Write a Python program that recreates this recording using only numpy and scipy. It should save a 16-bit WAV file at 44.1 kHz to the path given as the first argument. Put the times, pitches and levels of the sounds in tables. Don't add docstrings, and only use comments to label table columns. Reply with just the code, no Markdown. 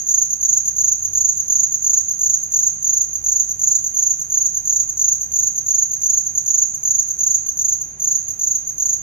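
import sys
import numpy as np
from scipy import signal
from scipy.fft import rfft, irfft, next_fast_len
from scipy.io import wavfile
from scipy.ndimage import uniform_filter1d

SR = 44100
rng = np.random.default_rng(int(sys.argv[2]) if len(sys.argv) > 2 else 0)


def generate_wav(signal):
    frames = np.transpose(np.atleast_2d(signal))
    scaled = np.clip(frames, -1, 1) * 32767
    pcm = np.round(scaled).astype(np.int16)
    wavfile.write(sys.argv[1], SR, pcm)


def field_ratio(decibels):
    return 10 ** (np.asarray(decibels, dtype=float) / 20)


N = 397782
LEAD = SR // 2
SPLIT_HZ = 8600


def on_log(hz, table, column=1):
    table = np.array(table)
    return np.interp(np.log(np.maximum(hz, 1)), np.log(table[:, 0]), table[:, column])


def shape(x, gain):
    size = next_fast_len(x.shape[-1])
    hz = np.arange(size // 2 + 1) * SR / size
    return irfft(rfft(x, size) * gain(hz), size)[..., :x.shape[-1]]


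def peak(hz, width_hz):
    return lambda f: 1 / (1 + 2j * (f - hz) / width_hz)


def lag(ms):
    return lambda f: np.exp(-2j * np.pi * f * ms / 1000)


def level(x, db):
    return x * field_ratio(db) / np.sqrt(np.mean(x ** 2))


def lay(start_s, pieces):
    out = np.zeros(LEAD + N)
    first = LEAD + (start_s * SR).astype(int)
    np.add.at(out, first + np.arange(pieces.shape[1]), pieces)
    return out


# first_end_s, first_slow_end_s, last_end_s, level_db
PHRASES = [(0.0776, 0.1565, 0.2324, -13), (0.4193, 0.5047, 0.5837, -13), (0.7747, 0.8575, 0.9336, -13.5),
           (1.142, 1.223, 1.3032, -13.5), (1.49, 1.5697, 1.6486, -13), (1.8342, 1.911, 1.9889, -13),
           (2.201, 2.275, 2.3521, -13.5), (2.5295, 2.605, 2.6816, -13), (2.8354, 2.908, 3.0236, -14),
           (3.2532, 3.3346, 3.4149, -13.5), (3.6035, 3.6896, 3.7683, -13), (3.957, 4.0396, 4.1207, -13.5),
           (4.31, 4.3888, 4.471, -14), (4.664, 4.7393, 4.8138, -14), (4.983, 5.0575, 5.134, -13.5),
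           (5.328, 5.4046, 5.485, -14.5), (5.675, 5.7591, 5.838, -13.5), (6.027, 6.1117, 6.1887, -13),
           (6.4712, 6.5566, 6.6358, -13.5), (6.8433, 6.922, 7.0048, -13.5), (7.1986, 7.283, 7.3608, -13.5),
           (7.5812, 7.663, 7.7394, -15), (8.01, 8.09, 8.1681, -15.5), (8.4032, 8.487, 8.5675, -15.5),
           (8.7905, 8.8712, 8.9455, -16)]
# after_first_ms, length_ms, level_re_phrase_db
QUICK = [
    (0, 11.6, -6),
    (22.09, 14.1, -2),
    (45.4, 16, -0.73),
]
# first_end_s, first_db, second_db
PAIRS = [(0.3166, -19, -16), (0.6677, -19, -15.5), (1.0378, -21, -15.5), (1.3864, -19.5, -15.5),
         (1.732, -19.5, -15.5), (2.0975, -18, -16), (3.1437, -22.5, -19), (3.501, -20.5, -19.5),
         (3.8528, -19, -16.5), (4.2062, -20.5, -20), (4.5582, -20.5, -16.5), (5.2226, -20, -21.5),
         (5.5686, -22, -15.5), (5.9228, -20, -17), (6.3648, -20, -13.5), (7.095, -21.5, -17),
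         (7.4756, -21, -16), (8.2942, -20.5, -20.5), (8.684, -21, -22.5)]
# end_s, level_db
LONE = [(2.4431, -21), (4.904, -19.5), (6.279, -18), (6.758, -22), (7.827, -20)]


def strokes():
    lone_ms, slow_ms, slow_gap_ms = 14.5, 17.6, 39
    last_db = 0.16
    rows = [(end_s, lone_ms, db) for end_s, db in LONE]
    for end_s, first_db, second_db in PAIRS:
        gap_ms = 23.1 + 0.5 * (second_db + 15.5)
        rows += [(end_s, 14, first_db), (end_s + gap_ms / 1000, 13, second_db)]
    for first_s, slow_s, last_s, db in PHRASES:
        rows += [(first_s + after_ms / 1000, ms, db + re_db) for after_ms, ms, re_db in QUICK]
        count = round((last_s - slow_s) * 1000 / slow_gap_ms) + 1
        for end_s in np.linspace(slow_s, last_s, count):
            rows.append((end_s, slow_ms, db + last_db * (end_s == last_s)))
    rows = np.array(sorted(rows))
    scatter_ms, scatter_db = 0.9, 0.5
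    return rows + rng.standard_normal(rows.shape) * [0, scatter_ms, scatter_db]


# freq_hz, left_db, right_db
WING = [(6080, -18, -6.5), (6148, 0, -3), (6465, 7.5, 5.5), (6706, 4, 3), (6800, 8.5, 3), (6960, -2.5, 3),
        (7010, -3, -8)]
# freq_hz, left_db, right_db
OCTAVE = [(11970, -28.5, -21), (12500, -27, -20.5), (12740, -29.5, -23), (13830, -28, -36),
          (13900, -31, -33), (14200, -40, -36)]


def cricket():
    rows = strokes()
    phrase_s = 0.3424
    rows = np.vstack([rows[:8] - [phrase_s, 0, 0], rows])
    end_s, ms, db = rows.T[:, :, None]
    start_s = end_s - ms / 1000
    t_ms = np.arange(1200) * 1000 / SR
    done = np.clip(t_ms / ms, 0, 1)
    wobble = uniform_filter1d(rng.standard_normal((len(rows), 2, len(t_ms))), size=70)

    start_hz, end_hz, bend = 6864, 5968, 1.385
    top_hz = start_hz + 22.7 * (ms - 16) + 17.0 * (db + 16.5) + 45 * rng.standard_normal((len(rows), 1))
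    hz = (top_hz - (top_hz - end_hz) * done ** bend) * (1 + 0.019 * wobble[:, 0])
    phase = 2 * np.pi * (np.cumsum(hz, axis=1) / SR + rng.random((len(rows), 1)))

    ring_up = 1 - np.exp(-t_ms / 1.26)
    die_away = np.exp(-np.maximum(t_ms - ms, 0) / 0.18)
    swing = ring_up * die_away * field_ratio(2.9 * wobble[:, 1])

    tone, octave = [], []
    for port in (1, 2):
        tone_gain = field_ratio(db + on_log(hz, WING, port))
        tone.append(lay(start_s, tone_gain * swing * np.sin(phase)))
        octave_gain = field_ratio(0.24 * db - 10.0 + on_log(2 * hz, OCTAVE, port))
        octave.append(lay(start_s, octave_gain * swing * np.sin(2 * phase)))
    tone = shape(np.array(tone), lambda f: 1 / np.sqrt(1 + ((f - 6650) / 1150) ** 6))
    return tone + scrapes(start_s, ms, db, t_ms, done) + np.array(octave)


# freq_hz, left_db, right_db
SCRAPE = [(3910, -35, -21.5), (5580, -3.5, -5), (7050, -2, 11), (7780, 9.5, 0.5), (8800, 1.5, -1.5),
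          (9720, 2.5, 5.5), (10500, -22, 1.5), (12300, -14, 0), (14300, -16, -8), (15400, -12, -16)]


def scrapes(start_s, ms, db, t_ms, done):
    size = done.shape
    catch = field_ratio(4.0) * t_ms / 0.74 * np.exp(1 - t_ms / 0.59)
    leave = field_ratio(1.0) * np.exp(-np.abs(t_ms - ms + 0.5) / 0.93)
    rasp = field_ratio(-8.5) * np.sin(np.pi * done) ** 2
    swell = field_ratio(0.62 * db - 27.5) * (catch + leave + rasp)
    noise = lay(start_s, swell * rng.standard_normal(size))
    for before_ms in (5.5, 10.5):
        brush_s = start_s - (before_ms + 0.8 * rng.standard_normal((len(ms), 1))) / 1000
        noise = noise + lay(brush_s, field_ratio(-42) * np.exp(-t_ms / 2.1) * rng.standard_normal(size))
    return np.array([shape(noise, lambda f: field_ratio(on_log(f, SCRAPE, port))) for port in (1, 2)])


# delay_ms, left_db, right_db
ECHOES = [(1.322, -31, -14), (4.203, -11, -9), (7.1, -25, -23), (9.8, -40, -15.5), (13.71, -11, -13.5),
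          (21.66, -21.5, -21.5), (29.5, -20, -9)]
# left_db, right_db, t60_s
TAIL = [
    (-7, -2, 0.79),
    (-6.5, -7, 0.37),
]


def room(voice):
    t = np.arange(SR) / SR
    grain = rng.standard_normal((2, 2, SR)) * (1 - np.exp(-t / 0.0062))

    upward_db = [(10500, -8.5), (12300, -1.5), (13200, 8.5), (13800, 6), (14300, -5)]
    upward = lambda f: field_ratio(on_log(f, upward_db) * (f > SPLIT_HZ))
    tail = 0
    for band, (left_db, right_db, t60_s) in enumerate(TAIL):
        decay = field_ratio(np.array([[left_db], [right_db]]) - 60 * t / t60_s)
        fading = grain[band] * decay * np.sqrt(6 * np.log(10) / t60_s / SR)
        tail = tail + shape(fading, lambda f: ((f > SPLIT_HZ) == band) * upward(f))
    wet = signal.fftconvolve(voice[1:], tail, axes=1)[:, :LEAD + N]

    tone_lag_ms, treble_lag_ms = 0.415, 0.078
    late = lambda f: lag(np.where(f > SPLIT_HZ, treble_lag_ms, tone_lag_ms))(f)
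    dull = lambda f: field_ratio(-8 * (f > SPLIT_HZ))
    near = []
    for port in (0, 1):
        echoes = lambda f: sum(field_ratio(echo[1 + port]) * lag(echo[0])(f) for echo in ECHOES)
        near.append(shape(voice[port], lambda f: late(f) ** port * (1 + dull(f) * echoes(f))))
    port_db = np.array([[-2.5], [2.05]])
    return (near * field_ratio(port_db) + wet)[:, LEAD:]


# freq_hz, density_db
AIR = [(18, -28), (30, -10), (93, -6), (119, -9), (150, -6), (177, -7.5), (280, -12.5), (846, -20.5),
       (1060, -25.5), (2450, -27), (3100, -33.5), (3700, -34.5), (5000, -37.5), (9000, -55)]
# freq_hz, left_minus_right_db
AIR_BALANCE = [(60, 0), (380, 0), (700, 0.5), (1290, -6.5), (2500, -5), (3100, -3.5), (4400, -7)]
# freq_hz, likeness_0_to_1
AIR_SHARED = [(60, .97), (200, .93), (350, .72), (700, .55), (1400, .35), (4000, .25)]


def air():
    shared, left, right = rng.standard_normal((3, N))
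    alike = lambda f: np.clip(on_log(f, AIR_SHARED), 0, 1)
    ports = []
    for port, own in enumerate((left, right)):
        late = lambda f: lag(port * np.clip((f - 600) / 1500, 0, 0.36))(f)
        common = shape(shared, lambda f: np.sqrt(alike(f)) * late(f))
        mix = common + shape(own, lambda f: np.sqrt(1 - alike(f)))
        colour = lambda f: field_ratio(on_log(f, AIR) - port * on_log(f, AIR_BALANCE))
        ports.append(shape(mix, lambda f: colour(f) * f / (f + 150j)))
    return level(np.array(ports), -52.5)


# time_s, shaft_db, second_order_db
HUM = [(0.0, -63, -58), (0.48, -52, -59.5), (0.98, -51, -50.5), (1.56, -68, -53), (2.66, -56, -59),
       (3.32, -47.5, -53), (4.17, -65, -58), (4.39, -54, -56), (5.07, -49, -54), (6.73, -68, -55.5),
       (7.01, -57, -54), (7.96, -54, -57), (8.01, -56, -73), (8.09, -63, -56.5), (8.89, -52, -49.5),
       (9.02, -53, -52)]
# freq_hz, width_hz, level_db
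DRONE = [(38.2, 3.3, -66.5), (82.1, 10.3, -57), (123.1, 4.1, -60.5), (162.7, 6.6, -67.5),
         (196.1, 11.6, -68)]


def machine():
    time_s, shaft_db, second_db = np.transpose(HUM)
    t = np.arange(N) / SR
    narrow = lambda hz, width_hz: shape(rng.standard_normal(N), lambda f: peak(hz, width_hz)(f) ** 2)
    shaft = np.sqrt(2) * field_ratio(np.interp(t, time_s, shaft_db)) * np.sin(2 * np.pi * 49.0 * t)
    second = field_ratio(np.interp(t, time_s, second_db)) * level(narrow(94.2, 10.3), -0.47)
    flutter = level(shape(rng.standard_normal(N), peak(147.6, 5.7)), -9.0)
    third = level(np.sin(2 * np.pi * 147.5 * t) + flutter, -57)
    modes = sum(level(narrow(hz, 1.6 * width_hz), db) for hz, width_hz, db in DRONE)
    side = level(narrow(70, 97), -65.0)
    return shaft + second + third + modes + side * np.array([[1], [-1]])


def scene():
    return room(cricket()) + air() + machine()


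def low_pass(x):
    return signal.sosfilt(signal.butter(12, 15730, fs=SR, output="sos"), x)


def record(dry):
    return low_pass(dry)


dry = scene()
out = record(dry)
generate_wav(out)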